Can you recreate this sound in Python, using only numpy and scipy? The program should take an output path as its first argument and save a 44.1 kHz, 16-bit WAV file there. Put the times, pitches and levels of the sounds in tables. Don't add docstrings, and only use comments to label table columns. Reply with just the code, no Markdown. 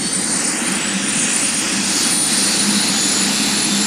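import sys
import numpy as np
from scipy import signal
from scipy.fft import rfft, irfft
from scipy.io import wavfile
from scipy.ndimage import uniform_filter1d

SR = 44100
rng = np.random.default_rng(int(sys.argv[2]) if len(sys.argv) > 2 else 0)


def log_audio(samples):
    frames = np.atleast_2d(samples).T
    limited = np.clip(frames, -1, 1)
    pcm = np.round(limited * 32767).astype(np.int16)
    wavfile.write(sys.argv[1], SR, pcm)


N = 170226

SLOW_TIMES_S = [0, 1.3, 2.3, 3.86]


def amp(db):
    return 10 ** (np.asarray(db) / 20)


def evened(x):
    return x / np.sqrt(np.mean(np.abs(x) ** 2) + 1e-20)


def curve(table, t):
    rows = np.transpose(table)
    return [np.interp(t, rows[0], column) for column in rows[1:]]


def bell(hz, centre_hz, half_width_oct):
    return np.exp(-(np.log2(hz / centre_hz) / half_width_oct) ** 2)


def drift(width_hz):
    pole = np.exp(-np.pi * max(width_hz, .1) / SR)
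    noise = rng.standard_normal(N) + 1j * rng.standard_normal(N)
    return evened(signal.lfilter([(1 - pole) ** 2], [1, -2 * pole, pole * pole], noise))


def tone(hz, width_hz, halo):
    wander_rad, wander_share = 1.3, .2
    halo = np.clip(halo, 0, 1)
    carrier = np.exp(2j * np.pi * (np.cumsum(hz) / SR + rng.random()))
    wander = np.sqrt(2) * drift(wander_share * width_hz).real
    line = np.exp(1j * wander_rad * halo * wander)
    envelope = np.sqrt(1 - halo) * line + np.sqrt(halo) * drift(width_hz)
    return np.sqrt(2) * (carrier * envelope).real


def shaft_hz(t):
    # [t/s, added shaft f/Hz]
    slip = [(0, -.2), (.3, -.6), (.6, -.15), (.9, .15), (1.2, .05), (2.1, .05), (3, -.05), (3.3, -.2),
            (3.6, -.2), (3.86, -.4)]
    start_hz, gain_hz_per_s, bend_hz_per_s2, surge_hz_per_s3 = 285.0, 10.126, -.4431, .1260
    run_up = start_hz + gain_hz_per_s * t + bend_hz_per_s2 * t ** 2 + surge_hz_per_s3 * t ** 3
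    return run_up + curve(slip, t)[0]


def hum(t):
    hum_hz, hum_db, fade_start_s, fade_s = 550.5, -44, 1.8, .4
    fade = np.clip((fade_start_s - t) / fade_s + 1, 0, 1)
    return amp(hum_db) * fade * tone(hum_hz + 0 * t, 6.2, 0.22)


def faint_lines(t):
    ratios = [33, 19.165, 23, 15.62]
    line_levels_db = [(-62, -53, -50, -48), (-45, -38, -44, -52), (-46, -47, -48, -42),
                      (-35, -54, -60, -60)]
    waver_rms_db = 2.5
    shaft = shaft_hz(t)
    out = np.zeros(N)
    for ratio, levels_db in zip(ratios, line_levels_db):
        waver = evened(uniform_filter1d(drift(26.0).real, size=2000))
        level_db = np.interp(t, SLOW_TIMES_S, levels_db) + waver_rms_db * waver
        out = out + amp(level_db) * tone(ratio * shaft, 24.0, 0.43)
    return out


def burner(t):
    # [t/s, f/Hz]
    pitch_table = [(0, 190), (.76, 195), (1.05, 198), (1.85, 198), (2.5, 200), (2.66, 205), (2.9, 200),
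                   (3.0, 204), (3.2, 196), (3.4, 208), (3.65, 201), (3.86, 205)]
    # [t/s, level/dB]
    level_table = [(0.0, -30), (0.55, -47), (0.77, -23.5), (0.83, -34), (0.97, -25), (1.0, -40),
                   (1.05, -24.5), (1.14, -37), (1.18, -27), (1.49, -39), (1.9, -24.5), (1.97, -41),
                   (2.15, -30.5), (2.22, -45), (2.28, -33), (2.56, -32.5), (2.69, -20), (2.73, -28),
                   (2.78, -19), (2.82, -35), (2.94, -23), (2.99, -34), (3.27, -24.5), (3.44, -30.5),
                   (3.51, -23.0), (3.61, -31), (3.66, -22), (3.85, -23)]
    # [t/s, share/0-1]
    halo_table = [(0, .6), (2.4, .55), (2.65, .25), (3.86, .25)]
    width_hz = 34
    pitch_hz, halo = curve(pitch_table, t)[0], curve(halo_table, t)[0]
    return amp(curve(level_table, t)[0]) * tone(pitch_hz, width_hz, halo)


def roar():
    # [f/Hz, relative density/dB]
    colour = [(12, -60), (20, -40), (45, -26.5), (100, -24), (150, -15), (185, -8), (240, -6.5),
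              (315, -6.5), (362, -16), (534, -18.5), (614, -23), (788, -18), (1070, -21.5), (1160, -21.5),
              (1300, -19), (1920, -17), (2270, -19), (2540, -17.5), (3260, -18.5), (4070, -16), (5100, -21),
              (6000, -19.5), (7110, -19), (8880, -23.5), (9900, -21.5), (11100, -29.5), (13000, -36.5),
              (14200, -41), (15600, -69)]
    # [t/s, roar/dB, band near 4 kHz/dB, 5-8 kHz/dB, treble near 11 kHz/dB]
    swell = [(0, -4.5, -3, 0.5, -5), (.24, -1.5, 0, 4.5, -4), (.4, 0.5, -0.5, 4, -8),
             (.7, 1.5, -1, -2.5, -3.5), (.85, 1.5, -1, 0, -14), (1, -1, -4, 7.5, -12), (1.19, 0, -1, 8, -8),
             (1.27, 0, -3, 5.5, -10), (1.36, 1, 2, 2, -3), (1.56, -1, -1, 1.5, -3.5), (1.66, 1, -6, 1, -8),
             (1.84, 0, -1.5, 2.5, -8), (1.98, 1, 3, 6, -1.5), (2.1, 2, 3.5, 2, 1), (2.2, -3, 3, 3.5, 7),
             (2.32, 2, 3, 2.5, 0), (2.5, 1.5, 3, 3.5, 0), (2.86, 2, 5, 0, -1.5), (3.1, 1.5, 3.5, 2.5, -1),
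             (3.3, 2.5, 3, 0.5, -0.5), (3.55, 2, 2, 0, 0), (3.86, 1, 2.5, 1.5, -2)]
    # [centre f/Hz, half width/oct]
    swell_bands = [(4150, 0.15), (6300, 0.54), (10900, 0.32)]
    # [centre f/Hz, half width/oct, then extra level/dB at each of SLOW_TIMES_S]
    slow_bands = [(260, 1, 1.5, 0.4, 1.4, 1.6), (855, 1, 1, 0.1, 1.6, 1.1), (1890, 0.91, 0, 2.5, 0, -0.5),
                  (2600, 0.12, -5.5, 4, 0, 2), (4800, 0.056, 4, 0.5, -0.5, -3),
                  (7400, 0.068, -0.5, 5, 0.5, 6), (8980, 0.053, 14, 3, 6.5, -1),
                  (13400, 0.09, -4, -3, 3, -1), (15100, 0.092, 10, 2, -3, -20)]
    # [t/s, centre f/Hz, level/dB (negative cuts)]
    hollows = [
        [(0, 2330, 3), (.2, 2840, -3), (.3, 3250, -9), (.45, 3570, -7), (.55, 3900, -12), (.62, 4760, -9),
         (.7, 5650, -0.5), (.8, 6250, -3), (.95, 6850, -8), (1.08, 6900, -7.5), (1.2, 5900, -5), (1.5, 4930, 5)],
        [(0, 3600, 0), (.6, 3370, -7.5), (.8, 3730, -5.5), (1.1, 4660, -5), (1.25, 4200, -5.5),
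         (1.4, 3660, -6.5), (1.7, 4300, -3), (1.92, 3680, -4), (2.3, 3380, -2.5), (3.86, 3250, -1)],
        [(0, 8200, 5), (.1, 7800, -5), (.2, 6240, -5), (.3, 5800, -1)],
    ]
    roar_db, hollow_oct = -19.0, 0.26
    steady_below_hz = 410
    patch_rms_db = 1.0

    frames, hz = N // 128 + 5, np.fft.rfftfreq(512, 1 / SR)[:, None] + 1
    t = np.arange(frames) * 128 / SR
    real, imag, patches = rng.standard_normal((frames, 257, 3)).T
    patches = uniform_filter1d(patches, size=6, axis=0)
    patches = evened(uniform_filter1d(patches, size=24, axis=1))

    level_db, *band_levels_db = curve(swell, t)
    field_db = (level_db + patch_rms_db * patches) / (1 + (steady_below_hz / hz) ** 2)
    for (centre_hz, octaves), extra_db in zip(swell_bands, band_levels_db):
        field_db = field_db + extra_db * bell(hz, centre_hz, octaves)
    for centre_hz, octaves, *extra_db in slow_bands:
        field_db = field_db + np.interp(t, SLOW_TIMES_S, extra_db) * bell(hz, centre_hz, octaves)
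    for hollow in hollows:
        centre_hz, depth_db = curve(hollow, t)
        field_db = field_db + depth_db * bell(hz, centre_hz, hollow_oct)
    spectra = (real + 1j * imag) * amp(field_db)
    moving = signal.istft(spectra, nperseg=512, noverlap=384)[1][:N]

    colour_hz, colour_db = np.transpose(colour)
    fine_hz = np.fft.rfftfreq(N, 1 / SR) + 1
    colour_gain = amp(np.interp(np.log(fine_hz), np.log(colour_hz), colour_db))
    return amp(roar_db) * evened(irfft(rfft(moving) * colour_gain, N))


def blades(t):
    # [passes per shaft turn, halo width/Hz, base halo share/0-1]
    blade_rows = [(31, 100, .82), (27, 55, .72), (22, 16, .15), (11, 18, .2), (44, 26, .3)]
    # [t/s, level/dB]
    row_levels = [
        [(0.0, -25), (0.07, -25), (0.11, -30.0), (0.15, -19), (0.22, -28), (0.26, -19.0), (0.42, -25),
         (0.48, -20.0), (0.53, -27), (0.77, -27), (0.81, -34.5), (0.92, -30.5), (0.97, -34.5), (1.08, -22),
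         (1.3, -25.5), (1.34, -20), (1.59, -23), (1.65, -34), (1.75, -29), (1.8, -34.0), (1.84, -26),
         (2.0, -30), (2.07, -20), (2.1, -24.0), (2.14, -19.5), (2.21, -17.5), (2.36, -23), (2.44, -20.5),
         (2.53, -26), (2.57, -20), (2.66, -26.5), (2.81, -24), (2.94, -30), (3.15, -22.5), (3.19, -26.5),
         (3.24, -20), (3.27, -28.5), (3.42, -25.0), (3.46, -31.5), (3.65, -24.5), (3.72, -30), (3.85, -27)],
        [(0.0, -39), (0.19, -30), (0.29, -48), (0.38, -26), (0.51, -30), (0.55, -45), (0.75, -35), (0.9, -26.5),
         (1.04, -38), (1.23, -24.5), (1.28, -37), (1.37, -27), (1.62, -32), (1.85, -29), (2.04, -33.5),
         (2.09, -33), (2.18, -31), (2.29, -29), (2.34, -27), (2.54, -37), (2.6, -37), (2.89, -42), (3.32, -38),
         (3.85, -44)],
        [(0.0, -41), (0.14, -32.5), (0.19, -51), (0.26, -41), (0.56, -45), (0.62, -40), (0.81, -52),
         (1.05, -39), (1.09, -48.0), (1.26, -25), (1.33, -44), (1.58, -28), (1.65, -42), (2.02, -28),
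         (2.16, -42), (2.35, -40), (2.41, -46), (2.54, -32), (2.8, -48.0), (2.87, -27), (3.07, -26),
         (3.21, -28), (3.32, -36), (3.37, -50), (3.5, -31.0), (3.85, -34)],
        [(0, -41), (0.5, -53), (0.62, -43), (0.88, -43), (1.15, -38), (1.35, -42), (1.57, -38), (2.0, -37),
         (2.38, -37), (2.56, -42), (2.9, -38), (3.04, -31.5), (3.2, -40), (3.34, -32), (3.5, -36.5),
         (3.85, -33.5)],
        [(0.0, -57.0), (1.27, -64), (1.45, -47.0), (1.58, -53.0), (1.62, -46.0), (1.79, -57.0), (1.88, -41.0),
         (1.95, -37), (2.05, -46), (2.1, -39.0), (2.15, -39), (2.22, -59.0), (2.48, -46), (2.69, -61.0),
         (2.84, -47.0), (2.94, -74), (2.98, -51.0), (3.12, -47), (3.24, -66.0), (3.34, -49.0), (3.4, -57),
         (3.48, -46.0), (3.69, -61), (3.85, -50)],
    ]
    # [t/s, factor on halo share]
    purity_table = [(0, 1), (2.06, 1), (2.12, .25), (2.28, .25), (2.36, 1), (3.86, 1)]
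    skirt_width_hz, skirt_db = 700, -10
    shaft = shaft_hz(t)
    halo_factor = curve(purity_table, t)[0]
    gains = [amp(curve(levels, t)[0]) for levels in row_levels]
    out = np.zeros(N)
    for (passes, width_hz, halo), gain in zip(blade_rows, gains):
        out = out + gain * tone(passes * shaft, width_hz, halo * halo_factor)
    skirt = tone(blade_rows[0][0] * shaft, skirt_width_hz, 0.92)
    return out + gains[0] * amp(skirt_db) * skirt


def scene():
    t = np.arange(N) / SR
    mono = hum(t) + faint_lines(t) + burner(t) + roar() + blades(t)
    return np.tile(mono, (2, 1))


def record(dry):
    headroom, edge_hz = 1.3, 15650
    soft = headroom * np.tanh(dry / headroom)
    lowpass = signal.firwin(511, edge_hz, window=("kaiser", 9), fs=SR)
    return signal.oaconvolve(soft, lowpass[None], "same")


dry = scene()
out = record(dry)
log_audio(out)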